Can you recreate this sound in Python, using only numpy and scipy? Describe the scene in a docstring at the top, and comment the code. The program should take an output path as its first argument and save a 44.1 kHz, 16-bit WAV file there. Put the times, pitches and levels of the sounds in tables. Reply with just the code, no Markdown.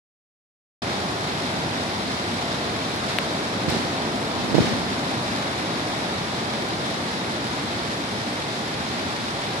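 """Wind on a palm beach

After a moment of silence, a small camera with two microphone openings (ports) starts listening.
Surf roars beyond the dunes, and palm fronds hiss and rustle overhead. After a faint puff, two gusts
strike the camera: the air hisses, and little whirls of it (eddies) thump mostly on one port at a time.
Something tiny ticks on the case once. A few faint, high crackles are heard too."""
import sys
import numpy as np
from scipy import signal
from scipy.fft import rfft, irfft
from scipy.io import wavfile

SR = 44100
rng = np.random.default_rng(int(sys.argv[2]) if len(sys.argv) > 2 else 0)


def persist_wave(psi):
    """Save psi, clipped to +-1, as 16-bit WAV."""
    counts = np.round(np.clip(psi, -1, 1) * 32767).astype(np.int16)
    wavfile.write(sys.argv[1], SR, np.atleast_2d(counts).T)


N = 423360
TIME = np.arange(N) / SR
FREQ = np.maximum(np.arange(N // 2 + 1) * SR / N, 1)
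SIDES = np.array([[1], [-1]])  # left, right

# The slow swell of sea and wind. Each row: time in seconds, surf level in dB, frond level in dB.
SHORE_LEVELS = [(0.9, -27, -33), (2.2, -27.5, -33), (3.0, -27, -32.5), (4.3, -26, -33.5), (5.4, -27, -32.5),
                (7.0, -27.5, -33.5), (8.1, -28.5, -34), (9.55, -29.5, -33)]
# Breaking waves lift the roar. Each row: time in seconds, rise in dB.
WAVE_SURGES = [(1.65, 0.9), (4.2, 0), (5.68, 0.5), (6.5, 0.5), (7.87, 0.5), (9.0, 1.5), (9.48, 1.2)]
# The tone of each noise. Each row: frequency in Hz, relative level in dB.
SURF_TONE = [(35, -12), (50, -12), (70, -8), (100, -2.5), (150, -1.5), (230, 0), (330, -2), (480, -6),
             (700, -3.5), (1050, -9), (1700, -16.5), (3000, -26.5), (12000, -64)]
FROND_TONE = [(300, -39), (800, 0), (1400, 2.5), (2100, 1.54), (2850, -3.5), (3500, 0.5), (3950, 0.8),
              (4700, -3), (5250, -5), (6100, -10.5), (7200, -12), (8600, -16), (11000, -17.5),
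              (12300, -34.5), (14500, -42)]
RUMBLE_TONE = [(20, -28), (40, -11), (80, -9), (200, 20), (400, 7), (800, -15), (2000, -57)]
CRACKLE_TONE = [(1000, -30), (4000, -5), (7500, 4), (12000, 0), (14500, 0)]
SCRAPE_TONE = [(1500, -22), (3200, -3), (4200, 2), (5200, -9), (6500, -10), (11000, -24), (14500, -45)]
GUST_TONE = [(100, -35), (400, 19.5), (900, 13.5), (2000, 15), (2900, 11.5), (4000, 14.5), (5200, 9.5),
             (6500, 3.5), (11000, -7), (14500, -34)]
# Thin, bright crackles, and dry scrapes within a gust.
# Each row: time in seconds, level in dB, spread in milliseconds, left minus right in dB.
BRIGHT_CRACKLES = [(2.9471, -34, 0.35, 4), (2.9608, -34, 0.35, -2), (3.1867, -20, 0.27, 0),
                   (3.7024, -25.5, 0.64, 0), (6.689, -39, 0.6, 1)]
DRY_SCRAPES = [(3.703, -32, 7, 5), (3.785, -35, 6, 0)]
# Pushes of wind that make up the puff and the gusts.
# Each row: start in seconds, hiss level in dB, hiss fade time in seconds, turbulence in dB.
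WIND_PUSHES = [(3.085, -30, 0.036, -48), (3.685, -26, 0.073, -33.5), (4.44, -45, 0.05, -30),
               (4.545, -28.5, 0.085, -29), (4.6, -28.5, 0.064, -26), (4.655, -30, 0.056, -29)]
# The hardest eddies to hit a port.
# Each row: time in seconds, strength in dB, length in milliseconds, left minus right in dB.
HARD_EDDIES = [(3.6825, -8, 1.3, -22), (3.695, -12, 1.4, -12), (3.7245, -9, 1.25, -8),
               (3.749, -12.5, 0.93, 2), (3.7675, -10, 1.15, -20), (4.5457, -2, 1.03, -26),
               (4.5523, -1, 1.15, -29), (4.566, -9, 1.45, -18), (4.578, -9.5, 1.9, -18),
               (4.5835, 3, 0.95, -30), (4.5898, -2, 0.88, -24), (4.606, -9, 2.8, 12),
               (4.6225, -14, 1.4, 12), (4.645, -10.5, 1.35, 0), (4.735, -20, 3, 0)]
# How a port answers an eddy. Each row: frequency in Hz, gain in dB.
THUMP_TONE = [(35, -17), (80, -1.5), (170, -1), (300, -2.5), (450, -3), (550, -6), (680, -0.5), (950, -3),
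              (2000, -13)]
# The tick on the case. Each row: start in seconds, strength in dB, pitch in Hz, left minus right in dB.
CASE_TICKS = [(3.18652, 3.0, 2500, 10)]
# How alike the two ports hear the shore. Each row: frequency in Hz, likeness from 0 to 1.
PORT_LIKENESS = [(60, 0.93), (250, 1), (500, 0.78), (800, 0.57), (1500, 0.51), (3000, 0.16), (6000, 0.021),
                 (9000, 0.013)]
# The two ports resonate differently. Each row: frequency in Hz, left minus right in dB.
PORT_BALANCE = [(600, 0), (1000, 1), (2000, 1), (2800, 0), (3800, 3), (5200, -6.5), (7200, -2), (8600, 4.5),
                (10500, -3), (12300, 15.5)]


def undb(db):
    """Turn decibels into a gain."""
    return 10 ** (np.asarray(db) / 20)


def unit(x):
    """Scale a signal to an average (rms) level of 1."""
    return x / np.sqrt(np.mean(x ** 2))


def panned(db, pan_db):
    """Left and right gains, with the weaker side turned down."""
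    return undb(db + np.minimum(SIDES * pan_db, 0))


def curve(rows, column):
    """Join one column of a table with straight lines through time."""
    rows = np.array(rows)
    return np.interp(TIME, rows[:, 0], rows[:, column])


def contour(points):
    """Join a table's values across frequency, giving each octave equal room."""
    hz, value = np.transpose(points)
    return np.interp(np.log(FREQ), np.log(hz), value)


def colour(x, tone):
    """Give a sound the tone in a table, at an average level of 1."""
    return unit(irfft(rfft(x) * undb(contour(tone)), N))


def drift(rate):
    """Wander at random, heading for a new value 2 * rate times a second."""
    targets = rng.standard_normal(size=4096)
    return unit(np.interp(2 * rate * TIME, np.arange(len(targets)), targets))


def arrive(pair, lag_ms):
    """Blend two unrelated sounds into one wide one: alike in the bass, later at the left port."""
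    alike = np.clip(contour(PORT_LIKENESS), 0, 1)
    mid, side = rfft(pair)
    ports = mid * np.sqrt(1 + alike) + SIDES * side * np.sqrt(1 - alike)
    delay = np.exp(-1j * np.pi * FREQ * SIDES * lag_ms / 1000)
    return irfft(ports * delay, N)


def churn(x, depth_db, rate):
    """Let each octave swell and sink on its own."""
    spectrum, octave = rfft(x), np.log2(FREQ)
    centres = np.arange(3, round(octave.max()) + 1)
    bands = (irfft(spectrum * np.maximum(1 - abs(octave - k), 0), N) for k in centres)
    return sum(band * undb(depth_db * drift(rate)) for band in bands)


def surf(surge_spread_s=0.1, trim_db=-0.74):
    """Many breaking waves merge into a low, churning roar that surges now and then."""
    roar = churn(rng.standard_normal((2, N)), depth_db=0.28, rate=0.95)
    surge_db = sum(db * np.exp(-((TIME - s) / surge_spread_s) ** 2 / 2) for s, db in WAVE_SURGES)
    level_db = curve(SHORE_LEVELS, column=1) + surge_db + trim_db
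    return colour(arrive(roar, lag_ms=0.18), SURF_TONE) * undb(level_db)


def fronds(slap_rate=900, scatter_db=9, slap_db=-9, flutter_db=0.26, trim_db=2.5):
    """Air hisses through the palm tops while their leaflets slap together in flurries."""
    hiss = churn(rng.standard_normal((2, N)), depth_db=0.49, rate=8.5)
    flurry = undb(2.8 * drift(9.4))
    struck = rng.random((2, N)) < slap_rate * flurry / SR
    size = undb(scatter_db * np.minimum(rng.exponential(size=(2, N)), 4))
    # each slap is a dry scrape of a few milliseconds
    energy = signal.lfilter([1], [1, -np.exp(-1 / (0.0026 * SR))], (struck * size) ** 2)
    slaps = unit(rng.standard_normal((2, N)) * np.sqrt(energy))
    leaves = colour(arrive(hiss + undb(slap_db) * slaps, lag_ms=0.361), FROND_TONE)
    return leaves * undb(flutter_db * drift(36) + curve(SHORE_LEVELS, column=2) + trim_db)


def turbulence(breeze_db=-42.5, build_s=0.036, fade_s=0.085):
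    """How rough the air on the ports is: a light breeze that swells around each gust."""
    swells = sum(undb(db) ** 2 * np.exp(-np.maximum((s - TIME) / build_s, (TIME - s) / fade_s))
                 for s, _, _, db in WIND_PUSHES)
    return np.sqrt(undb(breeze_db) ** 2 + swells)


def wind_rumble(rough_air, lumpy_db=3, trim_db=-2, pan_db=-0.5):
    """Rough air rumbles in lumps, on each port separately."""
    lumps = undb(lumpy_db * np.array([drift(35), drift(35)]))
    rumble = colour(rng.standard_normal((2, N)) * lumps, RUMBLE_TONE)
    return rumble * rough_air * undb(trim_db + SIDES * pan_db / 2)


def crackles(rows, tone):
    """Short bursts of high noise: the briefest crackle, the longer ones scrape."""
    bursts = np.zeros((2, N))
    for s, db, ms, pan_db in rows:
        hump = 1 / np.cosh(np.minimum(abs(TIME - s) / (ms / 1000), 20))
        bursts += panned(db, pan_db) * hump
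    return colour(rng.standard_normal((2, N)), tone) * bursts


def gusts(rise_s=0.0021):
    """Each push of wind hisses up quickly and dies away."""
    power = np.zeros(N)
    for s, db, fade_s, _ in WIND_PUSHES:
        rise = np.clip((TIME - s) / rise_s, 0, 1)
        power += undb(db) ** 2 * rise * np.exp(-abs(TIME - s) / fade_s)
    hiss = colour(arrive(rng.standard_normal((2, N)), lag_ms=0.092), GUST_TONE)
    return hiss * np.sqrt(power)


def small_eddies(rough_air, per_s=36, base_db=-19, full_db=-30, length_ms=1.4, pan_db=-14, count=600):
    """Rough air sheds eddies unevenly, mostly on the right port; they grow with it up to a limit."""
    jitter, scatter_db, stretch, side = rng.standard_normal((count, 4)).T
    times = (np.arange(count) + 0.285 * jitter) / per_s
    strength = np.minimum(np.interp(times, TIME, rough_air, right=0) / undb(full_db), 1)
    felt = strength > 0.25  # calm air sheds none
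    db = base_db + scatter_db[felt] + 20 * np.log10(strength[felt])
    ms = length_ms * np.exp(0.2 * stretch[felt])
    return np.column_stack([times[felt], db, ms, pan_db + 7 * side[felt]])


def thumps(eddies, suction_snap=1.2):
    """Each eddy sucks sharply at a port, then pushes more gently, making a dull, hollow knock."""
    pressure = np.zeros((2, N))
    for s, db, ms, pan_db in eddies:
        near = abs(TIME - s) < 0.02
        snap = np.where(TIME[near] < s, suction_snap, 1 / suction_snap)
        sweep = 2 * snap * (TIME[near] - s) / (ms / 1000)  # -1 at deepest suction, 1 at hardest push
        pressure[:, near] += panned(db, pan_db) * snap * sweep * np.exp((1 - sweep ** 2) / 2)
    return irfft(rfft(pressure) * undb(contour(THUMP_TONE)), N)


def case_tick(ring_s=0.00024):
    """Something tiny strikes the case, which rings for little more than one cycle."""
    tick = np.zeros((2, N))
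    for s, db, hz, pan_db in CASE_TICKS:
        near = (TIME >= s) & (TIME < s + 0.005)
        age = TIME[near] - s
        ring = np.sin(2 * np.pi * hz * age) * np.exp(-(age / ring_s) ** 2 / 2)
        tick[:, near] += panned(db, pan_db) * ring
    return tick


def scene():
    """Sea, palms and gusts coloured by the ports, plus wind rumble, thumps, crackles, scrapes, a tick."""
    beach = surf() + fronds() + gusts()
    beach = irfft(rfft(beach) * undb(SIDES * contour(PORT_BALANCE) / 2), N)
    rough_air = turbulence()
    wind = wind_rumble(rough_air) + thumps(HARD_EDDIES) + thumps(small_eddies(rough_air))
    crackling = crackles(BRIGHT_CRACKLES, CRACKLE_TONE) + crackles(DRY_SCRAPES, SCRAPE_TONE)
    return beach + wind + crackling + case_tick()


def record(dry, start_s=0.819, low_cut_hz=62, high_cut_hz=14800, ceiling=0.93):
    """The camera switches on, drops the deepest rumble, clips loud peaks and cuts the highest treble."""
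    switch_on = np.clip((TIME - start_s) / 0.004, 0, 1)
    low_cut = signal.butter(4, low_cut_hz, "highpass", fs=SR, output="sos")
    high_cut = signal.ellip(8, 0.2, 70, high_cut_hz, fs=SR, output="sos")
    live = signal.sosfilt(low_cut, dry) * switch_on
    return signal.sosfilt(high_cut, np.clip(live, -ceiling, ceiling))


dry = scene()
out = record(dry)
persist_wave(out)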